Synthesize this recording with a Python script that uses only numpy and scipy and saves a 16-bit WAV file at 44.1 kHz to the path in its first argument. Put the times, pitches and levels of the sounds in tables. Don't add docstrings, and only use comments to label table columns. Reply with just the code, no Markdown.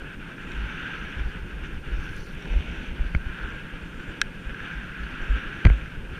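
import sys
import numpy as np
from scipy import signal
from scipy.io import wavfile
from scipy.ndimage import uniform_filter1d

SR = 44100
rng = np.random.default_rng(int(sys.argv[2]) if len(sys.argv) > 2 else 0)


def makeup_ratio(level_db):
    decades = np.asarray(level_db, float) / 20
    return 10 ** decades


def materialize(psi):
    bounded = np.clip(np.atleast_2d(psi).T, -1, 1)
    quanta = np.round(bounded * 32767).astype(np.int16)
    wavfile.write(sys.argv[1], SR, quanta)


N = 272979

# t/s, load level/dB, flatness of the ski/dB (favours the main mode)
SKI_LOAD = [(0, -52, 4), (.36, -48, 3), (.47, -45.5, 2.5), (.88, -41, 4.5), (1.45, -50.5, 2.5),
            (1.95, -46.5, 2.5), (2.27, -50.5, 3.5), (2.5, -44, -5), (2.85, -44, -1), (3.17, -51, 4.5),
            (3.45, -44.5, 6), (3.7, -49, 3), (4.4, -50, 2), (4.7, -44, 5.5), (4.92, -47.5, 4.5),
            (5.38, -43, 4.5), (5.75, -45.5, 3.5), (6.03, -51.5, 2)]


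def evened(x):
    return x / np.sqrt(np.mean(x ** 2) + 1e-20)


def steadied(x, seconds):
    return evened(x / np.sqrt(uniform_filter1d(x ** 2, int(seconds * SR)) + .05))


def add(mix, s, sound):
    part = mix[round(s * SR):][:len(sound)]
    part += sound[:len(part)]


def column(table, index):
    rows = np.array(table)
    return np.interp(np.arange(N) / SR, rows[:, 0], rows[:, index])


def drift(top_hz):
    return evened(signal.lfilter(*signal.butter(2, top_hz, fs=SR), rng.standard_normal(N)))


def coloured(x, spectrum, patchy_db, size):
    hz, _, z = signal.stft(x, SR, nperseg=size, noverlap=size * 3 // 4)
    f, db = np.transpose(spectrum)
    patches = rng.standard_normal(z.shape[::-1]).T
    patches = uniform_filter1d(patches, size=6, axis=0)
    patches = evened(uniform_filter1d(patches, size=12, axis=1))
    shape_db = np.interp(np.log(hz + 1), np.log(f + 1), db, left=-120, right=-120)[:, None]
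    shaped = z * makeup_ratio(shape_db + patchy_db * patches)
    return evened(signal.istft(shaped, nperseg=size, noverlap=size * 3 // 4)[1][:N])


def snow(crystals_per_s, spread_db, crunch, flutter_db):
    size_db = spread_db * np.minimum(rng.exponential(1, N), 4)
    breaks = (rng.random(N) < crystals_per_s / SR) * makeup_ratio(size_db)
    breaks *= rng.choice([-1., 1.], N)
    rub = rng.standard_normal(N) + crunch * evened(breaks)
    return rub * makeup_ratio(flutter_db * drift(41))


def ruts():
    # t/s, change of level/dB, half length/ms
    grips = [(.09, 2.5, 88), (.175, -7, 20), (.29, 1.5, 40), (.36, -4.5, 20), (1.04, 1, 16), (1.2, 3, 32),
             (1.28, 0, 21), (1.35, 2.5, 36), (1.43, -0.5, 23), (1.51, 2, 13), (1.645, 6, 18),
             (1.7, -1.5, 15), (1.81, -7.5, 28), (1.875, 0.5, 28), (2.06, 2.5, 43), (2.25, -3.5, 20),
             (2.93, -3.5, 30), (3.07, 1.5, 31), (3.185, -1.5, 20), (3.3, 1.5, 40), (3.75, 1.5, 30),
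             (3.83, -0.5, 26), (4.11, 3, 73), (4.29, -1, 40), (4.5, 3, 14), (4.66, 3.5, 15), (5.025, 2, 30),
             (5.1, 0, 18), (5.37, 2, 18), (6.17, 5, 71)]
    t = np.arange(N) / SR
    return sum(db * np.exp(-((t - s) * 1000 / ms) ** 2) for s, db, ms in grips)


def load():
    return column(SKI_LOAD, index=1) + ruts() + 47


def glide():
    # f/Hz, level/dB per Hz
    main_mode = [(1000, -12), (1150, -20), (1350, -3), (1590, 1.5), (1670, -0.5), (1770, -10.5),
                 (2000, -21), (2200, -82)]
    upper_modes = [(1120, -50), (1900, -5), (2140, -2), (2520, 1.5), (3020, -3), (3350, -8.5), (3680, -10),
                   (3900, -23), (4200, -24), (5460, -62), (9240, -120)]
    main_bite = 1.38
    rub = snow(crystals_per_s=500, spread_db=-0.5, crunch=0.54, flutter_db=0.5)
    slow_db, flat_db = column(SKI_LOAD, index=1), column(SKI_LOAD, index=2)
    main_gain = makeup_ratio(slow_db + flat_db + main_bite * ruts())
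    main = main_gain * coloured(rub, main_mode, patchy_db=1.0, size=1024)
    upper_gain = makeup_ratio(slow_db + ruts() + 0.19)
    return main + upper_gain * coloured(rub, upper_modes, patchy_db=0.92, size=512)


def plumes(hz):
    throws = [(.24, .08, -78, 7000), (.39, 0.2, -71, 7300), (.65, .55, -74, 5800), (1.15, .2, -67, 4400),
              (1.62, .07, -68, 6500), (1.9, 0.36, -66, 5170), (2.2, .155, -69, 5800),
              (2.0, .355, -72, 10500), (2.09, 0.2, -72, 10000), (2.13, 0.19, -61.5, 4400),
              (2.362, 0.52, -69.5, 5900), (3.0, 0.18, -68, 4400), (3.44, .16, -74, 7300),
              (3.8, .33, -72, 6960), (4.38, .12, -74, 7300), (4.55, .25, -76, 5800), (5.0, 0.16, -67, 4400),
              (5.2, 0.15, -73, 7000), (5.6, 0.21, -72, 6950)]
    rise_s, fall_s, width_octaves = 0.045, .015, 0.28
    t = np.arange(N) / SR
    power = np.zeros(N)
    for s, length, db, pitch in throws:
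        nearness = np.exp(-(np.log2(hz / pitch) / width_octaves) ** 2)
        swell = np.clip(np.minimum((t - s) / rise_s, (s + length - t) / fall_s), 0, 1)
        power += makeup_ratio(db) ** 2 * nearness * swell
    return power


def spray():
    # f/Hz, level/dB per Hz
    coarse = [(3500, -30), (3900, -2.5), (4400, 3.5), (4700, -2), (5200, -3), (5500, -30)]
    sizzle = [(5000, -36), (5350, -1), (5900, 2.5), (6300, 0), (6700, -11), (7000, -28)]
    middle = [(6300, -31), (6700, 2.5), (7300, 7), (8000, -6), (8900, 0), (9300, -39)]
    fine = [(8600, -40), (9100, -3), (9700, -1.5), (11000, -11), (13400, -15), (14600, -3), (15200, -13),
            (15600, -35)]
    # centre f/Hz, level at mean load/dB, share of the load followed
    layers = [(4400, -70, 0.72), (5800, -72.5, 1.1), (7800, -80, .3), (10500, -81.5, .2)]
    # f/Hz, level/dB per Hz
    hiss = [(3300, -34), (3800, -6), (6000, -7), (8200, -12), (10800, -16.5), (12300, -14), (13500, -29),
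            (14900, -17), (15150, -50)]
    dust = snow(crystals_per_s=300, spread_db=1.0, crunch=0.52, flutter_db=1.0)
    out = makeup_ratio(-68) * coloured(rng.standard_normal(N), hiss, patchy_db=0.8, size=512)
    for spectrum, (hz, db, share) in zip([coarse, sizzle, middle, fine], layers):
        level = np.sqrt(makeup_ratio(db + share * load()) ** 2 + plumes(hz))
        out += level * coloured(dust, spectrum, patchy_db=-2.0, size=512)
    return out


def wind():
    # t/s, level/dB
    gust_levels = [(0, -40), (.36, -45), (.65, -35), (.91, -47), (1.07, -35), (1.29, -35.5), (1.52, -38.5),
                   (1.95, -32), (2.31, -38.5), (2.88, -34.5), (3.21, -34.5), (3.52, -39.5), (4.45, -40.5),
                   (4.76, -45), (5.07, -41), (5.38, -37), (5.57, -41), (6.09, -37.5)]
    # f/Hz, level/dB per Hz
    buffet_band = [(8.8, -23), (15, -1), (53, -17), (65, -10.5), (81, -33.5), (110, -22), (140, -54),
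                   (240, -120)]
    roar_band = [(56, -47), (95, -1.5), (123, -6), (166, 2.5), (205, -4.5), (248, -5.5), (319, -7.5),
                 (450, -13), (501, -13.5), (554, -17), (700, -26), (910, -28), (1540, -120)]
    rush_band = [(520, -30), (600, -5.5), (720, -3.5), (900, 2), (1100, -2), (1250, -0.5)]
    gusts = drift(9.9)
    buffet = coloured(rng.standard_normal(N), buffet_band, patchy_db=-1.8, size=4096)
    buffet = steadied(buffet * makeup_ratio(5.4 * gusts), 0.165)
    roar = coloured(rng.standard_normal(N), roar_band, patchy_db=1.17, size=2048)
    roar = steadied(roar * makeup_ratio(0.93 * gusts), 0.13)
    rush = coloured(rng.standard_normal(N), rush_band, patchy_db=1.6, size=1024) * makeup_ratio(0.53 * gusts)
    buffet_db = column(gust_levels, index=1) + 0.5
    roar_db = -42 + 0.2 * load() - 0.21 * column(SKI_LOAD, index=2) + 0.8
    rush_db = -55.5 + 0.57 * load()
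    return makeup_ratio(buffet_db) * buffet + makeup_ratio(roar_db) * roar + makeup_ratio(rush_db) * rush


def whine():
    overtones = [(3, -74), (4, -80.5), (5, -81.3)]
    clock_hz, frames_per_s = 2926.4, 29.97
    since_frame = np.arange(N) / SR % (1 / frames_per_s)
    tones = np.zeros(N)
    for k, db in overtones:
        tones += np.sqrt(2) * makeup_ratio(db) * np.sin(2 * np.pi * k * clock_hz * since_frame)
    band = signal.firwin(401, [8000, 15000], pass_zero=False, fs=SR)
    return signal.oaconvolve(tones, band, "same")


def strikes(events, modes, low_hz):
    out, t = np.zeros(N), np.arange(2000) / SR
    high_pass = signal.butter(4, low_hz, "high", fs=SR, output="sos")
    for s, db, hard_db, ms in events:
        ring = np.zeros(len(t))
        for k, (hz, mode_db, t60) in enumerate(modes):
            decay_db = mode_db + hard_db * np.log2(hz / 1600) - 60 * t / t60
            ring += (-1) ** k * makeup_ratio(decay_db) * np.sin(2 * np.pi * hz * t)
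        ring *= 1 - np.exp(-(t * 1000 / ms) ** 2)
        sound = signal.sosfilt(high_pass, ring)
        add(out, s, makeup_ratio(db) * sound / abs(sound).max())
    return out


def ticks():
    # f/Hz, level/dB, t60/s
    shell = [(1435, 4.5, 0.013), (1635, 2.5, 0.025), (2110, 0, 0.0078), (2580, -8.5, 0.021),
             (3160, -8, 0.015), (3850, -6.5, 0.011), (4390, -11.5, 0.007), (5650, -8, 0.0087),
             (6490, -16, 0.0031), (7600, -21, 0.0071), (8760, -22, 0.0051), (10050, -32, 0.0067),
             (11500, -32, 0.0043), (14000, -42, .003)]
    fleck = [(6400, 2, .005), (7700, -1, .005), (9900, -1, .004), (13800, -12, .003)]
    helmet = [(326, -7, 0.011), (628, -9, 0.0089), (1030, -5, 0.0047), (1460, -7.5, 0.012),
              (1840, -4.5, 0.0041), (2216, -1, 0.0078), (3080, -12.5, 0.005), (4360, -14.5, 0.0031),
              (6040, -26.5, 0.0035), (8200, -45, .004), (11100, -47, .004)]
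    # t/s, peak level/dB, hardness/dB per octave, contact time/ms
    taps = [
        (.381, -30, -12, 1.2),
        (.5185, -32.5, 3, .4),
        (2.423, -39, 9, 1.2),
        (2.455, -31.5, -2, .8),
        (3.999, -33, -4, .8),
        (4.2153, -6, 4, 0.093),
        (4.545, -28, -8, 0.89),
        (4.603, -26, -9, 0.99),
    ]
    flecks = [
        (2.165, -43, .3, 0.48),
        (2.349, -48, 14, .2),
        (1.495, -60, 6, .4),
        (5.24, -54, 1, .4),
        (5.652, -46, 5, .3),
        (5.668, -48, .3, .4),
        (5.695, -46, 6, .4),
    ]
    knocks = [(.522, -39, 3, .6), (1.51, -37, 5, .6), (4.259, -41, 11, .6), (2.537, -30, -6, .8),
              (2.993, -31, -3, 0.95), (3.047, -35, -6, 0.97), (3.1485, -13.5, 3.5, 1.7),
              (5.6515, -10.5, 5, 0.56), (5.654, -13, 0, 0.37), (5.656, -18, -7, 1), (5.666, -14.5, -2, .8),
              (5.669, -16, 4, 0.75), (5.70, -18, -1.5, 0.72)]
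    small = strikes(taps, shell, low_hz=1150) + strikes(flecks, fleck, low_hz=4000)
    return small + strikes(knocks, helmet, low_hz=145)


def mount():
    # t/s, peak level/dB, ring f/Hz, half length/ms
    bumps = [(0.61, -24, 52.7, 53), (1.214, -20, 52.7, 13), (1.43, -25, 38.4, 12), (1.561, -29.8, 51.3, 43),
             (1.779, -33.3, 54.7, 15), (1.94, -18.5, 43.4, 21), (3.013, -14.5, 40.6, 12.5),
             (3.1508, -13, 106, 2.7), (3.165, -13, 45, 7.6), (3.83, -25.5, 40, 8.3), (5.032, -26, 53.5, 35),
             (5.227, -24, 25, 17), (5.343, -17.5, 52.8, 28), (5.665, -2.3, 63, 9.7), (5.99, -26, 38.8, 11),
             (6.048, -33, 45, 22)]
    hollows = [(1.264, -21, 47, 16), (1.991, -29.5, 51.5, 36), (2.521, -19, 39, 22), (2.568, -9.5, 42, 13),
               (2.599, -21, 65, 11.7), (3.065, -20, 41, 12), (3.27, -20, 44, 6.4), (3.442, -26, 46, 20),
               (4.475, -22.5, 41, 12.4), (4.779, -27, 47.4, 24), (5.31, -13.7, 45, 13.7),
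               (5.659, -6, 121, 1.7), (5.679, -10, 100, 5.9)]
    # t/s, level/dB, ring f/Hz, t60/s, direction
    blows = [
        (5.651, -5, 111, 0.052, -0.93),
        (5.684, -7.5, 43.3, 0.11, 1),
        (5.706, -6, 51.2, 0.21, 0.89),
    ]
    out, t = np.zeros(N), np.arange(-4410, 4410) / SR
    for way, events in [(1, bumps), (-1, hollows)]:
        for s, db, hz, ms in events:
            swell = np.exp(-(t * 1000 / ms) ** 2)
            add(out, s + t[0], way * makeup_ratio(db) * swell * np.cos(2 * np.pi * hz * t))
    t = np.arange(SR // 3) / SR
    onset = 1 - np.exp(-t / 0.00032)
    for s, db, hz, t60, way in blows:
        add(out, s, way * makeup_ratio(db - 60 * t / t60) * onset * np.sin(2 * np.pi * hz * t))
    return out


def scene():
    return (glide() + spray() + wind() + whine() + ticks() + mount())[None]


def band_limit(x):
    return signal.sosfilt(signal.butter(12, 15080, fs=SR, output="sos"), x)


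def record(dry):
    return band_limit(dry)


dry = scene()
out = record(dry)
materialize(out)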